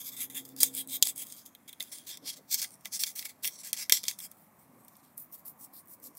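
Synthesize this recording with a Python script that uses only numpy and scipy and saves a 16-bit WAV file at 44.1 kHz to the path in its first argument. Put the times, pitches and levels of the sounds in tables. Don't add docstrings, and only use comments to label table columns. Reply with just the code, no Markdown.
import sys
import numpy as np
from scipy import signal
from scipy.fft import rfft, irfft
from scipy.io import wavfile
from scipy.ndimage import uniform_filter1d

SR = 44100
rng = np.random.default_rng(int(sys.argv[2]) if len(sys.argv) > 2 else 0)


def voltage_ratio(decibels):
    exponent = np.asarray(decibels, float) / 20
    return 10 ** exponent


def master_out(mix):
    frames = np.transpose(np.atleast_2d(mix))
    ceiling = np.clip(frames, -1, 1)
    pcm = np.round(ceiling * 32767).astype(np.int16)
    wavfile.write(sys.argv[1], SR, pcm)


N = 272538
TIME = np.arange(N) / SR

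TURN_S, CORNER_S, SWAP_S, RING_S = 1.9, 3.71, 4.33, 5.15

# (start [s], length [s], start level [dB], end level [dB])
MOUTH_STROKES = [(0, 0.017, -45.5, -43.5), (0.046, 0.045, -46.5, -41), (0.118, 0.03, -49, -47),
                 (0.167, 0.078, -45, -43), (0.195, 0.018, -46.5, -35), (0.299, 0.046, -44, -60),
                 (0.349, 0.04, -42.5, -42), (0.451, 0.071, -64, -63.5), (0.576, 0.021, -51.5, -44.5),
                 (0.604, 0.05, -29, -37), (.69, .04, -55, -56), (0.74, 0.071, -45, -35.5),
                 (0.89, 0.075, -45, -36), (1.029, 0.065, -40, -34), (1.167, 0.06, -48, -37.5),
                 (1.246, 0.1, -54, -55), (1.364, .08, -53, -66.5), (1.455, 0.016, -52, -55.5),
                 (1.678, 0.031, -45, -63.5), (1.799, .052, -44.5, -69), (1.835, 0.076, -57.5, -59.5)]
FLOOR_STROKES = [(1.916, 0.13, -42.5, -65.5), (2.069, 0.08, -48, -49), (2.254, 0.045, -49.5, -35.5),
                 (2.313, 0.028, -58, -49.5), (2.355, 0.021, -60, -49.5), (2.494, 0.032, -50.5, -41.5),
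                 (2.511, 0.037, -33.5, -30), (2.57, 0.031, -40.5, -37), (2.618, 0.02, -33.5, -36.5),
                 (2.69, 0.052, -66, -57), (2.809, 0.026, -73, -72), (2.847, 0.025, -59, -50.5),
                 (2.926, 0.036, -38.5, -34), (2.994, 0.033, -33.5, -38), (3.061, 0.032, -39.5, -44.5),
                 (3.157, 0.059, -41, -43.5), (3.248, 0.0056, -43, -34.5), (3.281, 0.022, -55.5, -47.5),
                 (3.433, 0.046, -38.5, -38.5), (3.5, 0.065, -54.5, -53.5), (3.57, 0.044, -59, -49.5),
                 (3.635, 0.06, -46.5, -46.5), (3.733, 0.017, -41, -46), (3.767, 0.062, -42, -37.5),
                 (3.9, .006, -42, -45), (3.923, 0.025, -27, -31.5), (3.953, 0.019, -35.5, -35.5),
                 (4.032, 0.052, -57, -49), (4.082, 0.027, -38.5, -42.5), (4.192, 0.061, -52, -44.5),
                 (4.27, 0.081, -74, -67)]
RUSTLES = [(4.368, 0.098, -66.5, -70.5), (4.59, 0.08, -63.5, -76), (4.701, 0.18, -77, -67),
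           (4.885, 0.12, -68.5, -69.5), (5.03, 0.11, -66.5, -75.5)]
RING_STROKES = [(5.175, 0.051, -50, -51.5), (5.326, 0.024, -50, -47.5), (5.368, 0.03, -60, -56),
                (5.452, 0.044, -52.5, -50), (5.601, 0.046, -53, -44.5), (5.737, 0.057, -58.5, -48.5),
                (5.884, 0.055, -57, -49.5), (6.026, 0.047, -53.5, -50), (6.162, 0.028, -64, -46.5)]
# (tips [dB], ribs [dB], cavity [dB], shell [dB])
PLACES = [
    (4, -2.5, -5, -11.5),
    (3.5, 2.5, -6.5, -10),
    (1, 2, -6, -9.5),
    (6.5, -1.5, -3.5, -6),
    (10.5, 1, -17, -16),
]
# (time [s], bearing on ribs [dB], depth in hollow [dB], lean on wall [dB], tips splayed [dB])
HEAD_PATH = [(.07, 3, 1, 0.5, 0.5), (.22, 2, 2.5, 5.5, 1.5), (.38, 4, 3, 4.5, 1.5),
             (.63, 3.5, -5, -1.5, -1.5), (.8, -3.5, 2, -4.5, -2), (.95, -2, 2, -4.5, -2.5),
             (1.07, -1.5, 1, -4, -1.5), (1.21, -6, -5.5, -1.5, -1.5), (1.33, 4.5, -2.5, -10, -9),
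             (1.47, 9, 5, -4, 3.5), (1.72, 2.5, 7, 9, -1), (1.82, 4, 4.5, 8, -1), (1.95, -3, -1, 1, -2),
             (2.11, 3, 8.5, 6.5, -1.5), (2.29, 3.5, 5, 5.5, -1.5), (2.53, -.5, -1.5, -5, -1),
             (2.63, -0.5, -6.5, 0, -0.5), (2.73, -4.5, -10, -7, -6), (2.86, 2, -3, 8, -1),
             (2.95, 1, -5, -6, -2.5), (3.02, -3, -7, -5.5, -3), (3.08, 2, 1.5, 2, 0.5),
             (3.19, -4, -6, -1.5, -2), (3.26, 2, -0.5, 8, 1), (3.46, -4.5, .5, 1, -1.5),
             (3.56, 0, -10, -1, -6), (3.67, -1, -7, 1, -4.5), (3.8, 2.5, 0, 5.5, 2.5), (3.94, 5, 4.5, 0, 1),
             (4.09, -0.5, -1, -3.5, -3), (4.22, -3, -7, -1.5, 2.5), (4.85, -6, -8, -5, -1.5),
             (4.98, 4, -2, -4.5, -2), (5.2, -8, -9, -4.5, 0.5), (5.34, -4, -3, -4.5, 2),
             (5.48, -3.5, -8, -7, 3), (5.63, -4, -4, -4.5, 1.5), (5.78, -5, -7, -4.5, 1),
             (5.92, -8, -3.5, -3.5, -1), (6.06, 0, -8, -7, -2.5)]

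# (frequency [Hz], width [Hz], level [dB])
TIP_MODES = [(10970, 470, -3), (11750, 630, -2.5), (12545, 1300, 2), (13460, 2000, 2), (15860, 1600, -3.5)]
RING_TIP_MODES = [(10120, 1800, -15.5), (11660, 1380, -6), (13190, 1100, 0.5), (14040, 1300, 2.5),
                  (15460, 1000, -5)]
WALL_MODES = [(8090, 560, 0), (8840, 970, 0.007), (10305, 1100, 0.0098)]
RIB_MODES = [(4405, 410, -1.7), (5070, 290, -0.71), (5610, 360, 0.97), (6390, 430, -1.015),
             (7560, 320, 1.9)]
MOUTH_RIB_MODES = [(4920, 710, -5.5), (6520, 390, -1.5), (7520, 400, -1.5)]
CAVITY_MODES = [(3268, 90, -1.5), (3551, 90, -0.5), (3920, 230, -6)]
SHELL_MODES = [(1632, 140, -7), (2035, 87, 2.5), (2258, 110, 2.5), (2760, 470, -4)]
GRIP_MODES = [(790, 1400, -1.6), (1488, 590, -1.4)]
RING_RIB_MODES = [(4610, 1300, -6), (5630, 600, 0.5), (7400, 910, 0)]
RING_LOW_MODES = [(3280, 1200, 3.5), (4210, 300, 7.2)]

# (time [s], crack energy [dB], body against crack [dB], contact [ms])
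LIP_KNOCKS = [(0.4896, -26, -13, 3.5), (0.5637, -21.5, -6, 3.7), (0.606, -8, -12, 1.7),
              (.6313, 9.5, -6, 1.4), (0.874, -20, -21, 1.1), (1.0707, -8, -1, 3.6), (1.1601, -19, -14, 2),
              (1.1787, -14, -14, 1.4), (1.268, -25, -9, 4.4), (1.323, -18.5, -5.5, 0.75),
              (1.8255, -13, -7, 1), (1.837, -28, -2, 1.1), (1.9845, -23, -5, 0.94), (2.706, -31, -8, 1.8),
              (2.718, -34, -12, 1.5), (2.74, -33, -12, 3), (2.754, -34, -15, 2), (2.8085, -38, -9, 1.5),
              (4.066, -24, -5, 2), (2.5429, -1.5, -4, 5.1), (4.0859, -30, 13.5, 1.5), (4.082, -7, 6, 0.82)]
RIB_KNOCKS = [(2.172, -22.5, 0, 3.2), (3.0356, -6, 5.5, 1.4), (3.0415, -32, 2, 1.7), (2.5134, -14, -4, 2),
              (2.617, -10, -4, 1.5), (2.848, -39, 11, 4), (3.066, -19, 1, 2), (3.6473, -21, -11, 2),
              (3.773, -19, 1, 2), (4.953, -49, 8, 6), (3.192, -16.5, 4.5, 1.3), (3.4746, -8, -3, 2.9),
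              (3.7301, -1.5, -5.5, 1.7), (3.9221, 8.5, 0.5, 1.3), (3.971, -21, 13, 2),
              (4.0326, -19, -2, 1.4), (4.0383, -17.5, 4.5, 4), (4.1875, -19.5, -5.5, 1.4),
              (4.19, -19, -8, 3.4), (4.3147, -23, -12, 1.3), (4.848, -32, -19, 1.1),
              (4.8814, -26.5, -10, 1.1)]
RIM_KNOCKS = [(0.3, -29, -2, 3.1), (1.301, -28, -5, .92), (1.5496, -27, -3, 1.7), (1.6916, -21.5, -5, 4.6),
              (1.728, -23, -3, 13), (1.8036, -23.5, 13.5, 9), (4.052, -22, 1, 1.4), (4.202, -18, -9, 1.7)]
EDGE_KNOCKS = [(0.4506, -21.5, -7.5, 25), (.7497, -10.5, -27, 1.1), (0.897, -22, -4, 3.5),
               (1.0248, 6.5, 0, 0.65), (1.4609, -24.5, -7.5, 1)]
WALL_KNOCKS = [(2.643, -15.5, 0, 1), (4.111, -18, -4.5, 2), (2.8507, -39.5, 11, 1.3),
               (2.8556, -15, -1, 1.1), (3.225, -25, 2, 1.2), (3.253, -18, -3, 5.5), (3.4395, -23, -10, 2),
               (3.4448, -10, -1.5, 2.1), (3.451, -13, 0, 2.2), (3.4811, -15.5, -4.5, 1),
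               (3.7334, -43, -25, 2.6), (3.896, -1.5, -3.5, 1.5), (3.8982, -24, -11, 3.8)]
# (time [s], crack energy [dB])
RING_TICKS = [(4.967, -31.5), (5.043, -42.5), (5.1783, -15.5), (5.247, -35.5), (5.8571, -36.5),
              (5.873, -34), (5.8826, -31.5), (5.9015, -33), (5.3153, -36), (5.3932, -33), (5.5762, -41),
              (5.593, -36), (5.475, -28), (6.049, -29), (6.062, -27.5), (6, -34), (5.3275, -29.5),
              (5.352, -33), (5.456, -22.5), (5.4636, -20.5), (5.736, -29), (6.0292, -33), (6.0399, -23.5),
              (6.151, -29), (6.1704, -22.5), (6.1784, -35)]
# (ribs [dB], cavity [dB], shell [dB])
STRUCK = [
    (0, -10.5, -15.5),
    (-0.5, -7.5, -14),
    (-9, 1, -10),
    (1, -4, -24.5),
    (-1.5, -3, -2),
    (2, -18, -5.5),
]

# (time [s], peak level [dB], pitch [Hz], decay by 60 dB [s])
THUDS = [(0.629, -28.5, 492, 0.038), (1.063, -45, 727, 0.049), (1.8, -50.5, 641, 0.11),
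         (2.856, -40, 646, 0.035), (3.034, -44, 1190, 0.04), (3.448, -58, 1130, 0.074),
         (3.919, -34.5, 463, 0.046), (4.037, -41.5, 497, 0.029)]
# (start [s], length [s], from [Hz], to [Hz], level [dB])
SCRAPE = (1.2, 0.03, 2350, 3200, -62)
# (time [s], peak level [dB], length [s])
SHIFTS = [(2.235, -53.5, 0.028), (2.398, -56.5, 0.024), (4.755, -63, 0.094), (6.069, -61.5, 0.083)]
# (time [s], pitch [Hz], level [dB], half-order level [dB])
MOTOR = [(0, 264.7, -73, -79.5), (.2, 265.2, -64, -73), (.42, 266, -56, -68), (.9, 265, -56, -67.5),
         (1.051, 267.4, -65.5, -75), (1.499, 269.4, -69.5, -79)]
# (frequency [Hz], density [dB per Hz])
SHOP_SPECTRUM = [(25, -29.5), (64, -27.5), (95, -13), (200, -5), (270, -5.5), (400, -15.5), (680, -13.5),
                 (900, -16.5),
                 (1120, -16), (1400, -22), (2200, -23), (3000, -35), (5000, -37.5), (14400, -26),
                (16000, -44.5)]


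def bristles():
    tips, ribs, cavity, shell = voltage_ratio(spot(TIME))
    stream = slips(per_s=14000, spread_db=1.2, tuft_db=0.75)
    drive = stream * voltage_ratio(pressure_db()) / np.sqrt(1 + tips ** 2 + ribs ** 2)
    mouth, housing = TIME < TURN_S, TIME < SWAP_S
    parts = [
        (tips * housing, TIP_MODES),
        (tips * ~housing, RING_TIP_MODES),
        (shell * voltage_ratio(-14), GRIP_MODES),
        (1, WALL_MODES),
        (ribs * housing * ~mouth, RIB_MODES),
        (ribs * mouth, MOUTH_RIB_MODES),
        (cavity * housing, CAVITY_MODES),
        (shell * housing, SHELL_MODES),
        (ribs * ~housing, RING_RIB_MODES),
        (cavity * ~housing, RING_LOW_MODES),
    ]
    sound = 0
    for gain, modes in parts:
        push_or_pull = np.sign(rng.standard_normal(N))
        sound = sound + resonate(drive * gain * push_or_pull, modes, waver_db=2.5)
    return sound


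def slips(per_s, spread_db, tuft_db):
    happens = rng.random(N) < per_s / SR
    size = voltage_ratio(spread_db * rng.exponential(size=N)) * rng.standard_normal(N)
    tufts = voltage_ratio(tuft_db * (walk(220) + walk(60) + walk(30)))
    return level(happens * size * tufts, 0)


def pressure_db(arch_db=3):
    rise_s, fade_s, ring_fade_s = 0.024, 0.14, 0.15
    soft_entry, sharp_lift = 0.89, 0.51
    drag_share, drag_db = 0.14, -9
    lift_s, lift_db = 0.0054, -14
    coarse = TIME[::32]
    out = np.full(len(coarse), -76.0)
    for s, length, start_db, end_db in MOUTH_STROKES + FLOOR_STROKES + RUSTLES + RING_STROKES:
        rise = rise_s * voltage_ratio(soft_entry * (end_db - start_db))
        fade = (ring_fade_s if s > RING_S else fade_s) * voltage_ratio(sharp_lift * (start_db - end_db))
        end = s + length
        dragged = end + drag_share * fade
        times = [s - rise, s, s + length / 2, end, dragged, dragged + lift_s, end + fade + lift_s]
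        middle_db = (start_db + end_db) / 2 + arch_db
        levels = [start_db - 60, start_db, middle_db, end_db, end_db + drag_db, end_db + lift_db, end_db - 60]
        out = np.maximum(out, np.interp(coarse, times, levels))
    return np.interp(TIME, coarse, out)


def spot(t):
    s, *controls = np.transpose(HEAD_PATH)
    ribs, depth, lean, tips = (np.interp(t, s, c) for c in controls)
    place = np.transpose(PLACES)[:, np.searchsorted([TURN_S, CORNER_S, SWAP_S, RING_S], t)]
    return place + np.array([tips, ribs, depth, lean])


def knocks():
    ticks = [(s, db, -23.5, 1.4) for s, db in RING_TICKS]
    tables = LIP_KNOCKS, RIB_KNOCKS, RIM_KNOCKS, EDGE_KNOCKS, WALL_KNOCKS, ticks
    rows = []
    for table, colour in zip(tables, STRUCK):
        for s, db, body_db, ms in table:
            rows.append((s, db, ms, *np.add(colour, body_db)))
    s, db, contact_ms, ribs_db, cavity_db, shell_db = np.transpose(rows)[:, :, None]
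    t = np.arange(2048) / SR
    contact = np.exp(-t / (0.00028 * contact_ms))
    rattle = 0.18 * np.exp(-t / 0.0045)
    force = (1 - np.exp(-t / 0.0001)) * (contact + rattle)
    blow = force * rng.standard_normal((len(s), 2048))
    tips = voltage_ratio(spot(s)[0] - 1.0)
    parts = [
        (tips / np.hypot(1, tips), TIP_MODES),
        (1 / np.hypot(1, tips), WALL_MODES),
        (voltage_ratio(ribs_db) * (s > TURN_S), RIB_MODES),
        (voltage_ratio(ribs_db) * (s < TURN_S), MOUTH_RIB_MODES),
        (voltage_ratio(cavity_db), CAVITY_MODES),
        (voltage_ratio(shell_db), SHELL_MODES),
        (voltage_ratio(shell_db - 20.5), GRIP_MODES),
    ]
    sound = 0
    for share, modes in parts:
        part = resonate(blow, modes)
        sound = sound + voltage_ratio(db + 0.57) * share * part / np.linalg.norm(part, axis=1, keepdims=True)
    out = np.zeros(N + 2048)
    for start, hit in zip((s[:, 0] * SR).astype(int), sound):
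        out[start:start + 2048] += hit
    return out[:N]


def thuds():
    out = np.zeros(N + 4096)
    t = np.arange(4096) / SR
    scuffs = band(rng.standard_normal((len(THUDS), 4096)), 520, 1500)
    for (s, db, hz, t60), scuff in zip(THUDS, scuffs):
        body = np.sin(2 * np.pi * hz * t) + 3.5 * scuff
        envelope = (1 - np.exp(-t / 0.0021)) * np.exp(-np.log(1000) * t / t60)
        start = int(s * SR)
        out[start:start + 4096] += voltage_ratio(db - 4) * body * envelope
    return out[:N]


def scrape():
    s, length, from_hz, to_hz, db = SCRAPE
    along = (TIME - s) / length
    hz = np.interp(along, [0, 1], [from_hz, to_hz]) * (1 + 0.03 * walk(400))
    phase = 2 * np.pi * np.cumsum(hz) / SR
    return voltage_ratio(db + 4 * walk(150)) * np.sin(phase) * np.sin(np.pi * np.clip(along, 0, 1))


def shifts():
    noise = rng.standard_normal(N)
    rub = level(band(noise, 244, 308) + 0.35 * band(noise, 350, 553), 0)
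    return rub * sum(voltage_ratio(db) * np.exp(-((TIME - s) / length) ** 2) for s, db, length in SHIFTS)


def room(x, t60=0.12, wet_db=-24):
    t = np.arange(int(0.3 * SR)) / SR
    tail = rng.standard_normal(len(t)) * np.exp(-np.log(1000) * t / t60) * (t > 0.002)
    return x + voltage_ratio(wet_db) * signal.fftconvolve(x, tail / np.linalg.norm(tail))[:N]


def motor():
    s, *columns = np.transpose(MOTOR)
    hz, db, half_db = (np.interp(TIME, s, c) for c in columns)
    phase = 2 * np.pi * np.cumsum(hz) / SR
    fade = np.clip((s[-1] - TIME) / 0.22, 0, 1)
    note = voltage_ratio(db + 1.4 * walk(7.8)) * np.sin(phase)
    half_order = voltage_ratio(half_db + 2.1 * walk(8)) * np.sin(phase / 2)
    upper = voltage_ratio(db - 14 + 3.8 * walk(10)) * np.sin(phase * 485 / hz[0])
    return np.sqrt(2) * fade * (note + half_order + upper)


def shop():
    hz, db = np.transpose(SHOP_SPECTRUM)
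    rumble_db = -1.8 + 9 * np.exp(-((TIME - 0.6) / 0.6) ** 2)
    whine_db = 3 * np.clip((TIME - 3.9) / 0.3, 0, 1)
    whirr_db = 1.2 - 4 * np.exp(-((TIME - 1.85) / 0.48) ** 2)
    f = np.fft.rfftfreq(N, 1 / SR)
    noise = rfft(rng.standard_normal(N)) * voltage_ratio(np.interp(np.log(f + 1), np.log(hz), db))
    out = irfft(noise * (f >= 1400), N)
    for lo in 25 * 2 ** np.arange(0, np.log2(1400 / 25), 0.4):
        hi = min(lo * 2 ** 0.4, 1400)
        swell = (rumble_db if lo < 500 else whirr_db) * (lo > 220) + whine_db * (900 < lo < 1200)
        out = out + irfft(noise * (f >= lo) * (f < hi), N) * voltage_ratio(swell + 1.3 * walk(5))
    return level(out, -62)


def resonate(x, modes, waver_db=0):
    def bank(v, gains):
        total = 0
        for k, (hz, width, db) in enumerate(modes):
            b, a = signal.iirpeak(hz, hz / width, SR)
            total = total + (-1) ** k * voltage_ratio(db) * signal.lfilter(b, a, v * gains[k])
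        return band(total, 0.68 * modes[0][0], 1.041 * modes[-1][0])

    gains = [voltage_ratio(waver_db * walk(18)) if waver_db else 1 for _ in modes]
    impulse = np.eye(1, 4096)[0]
    return bank(x, gains) / np.linalg.norm(bank(impulse, np.ones(len(modes))))


def walk(rate):
    k = int(SR / rate)
    held = np.repeat(rng.standard_normal(N // k + 1), k)
    return 1.5 * uniform_filter1d(uniform_filter1d(held, k), k)[:N]


def band(x, lo_hz, hi_hz, order=2):
    return signal.sosfilt(signal.butter(order, [lo_hz, hi_hz], "bandpass", fs=SR, output="sos"), x)


def level(x, db):
    return x * voltage_ratio(db) / np.sqrt(np.mean(x ** 2))


def scene():
    brush_work = room(bristles() + knocks() + thuds())
    return (brush_work + shifts() + motor() + shop() + scrape())[None, :]


def band_limit(x):
    return signal.sosfilt(signal.butter(12, 16990, fs=SR, output="sos"), x)


def record(dry):
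    cut = signal.sosfilt(signal.ellip(8, 0.5, 48, 15750, fs=SR, output="sos"), dry)
    mix = np.clip(cut, -1, 1)
    return band_limit(mix)


dry = scene()
out = record(dry)
master_out(out)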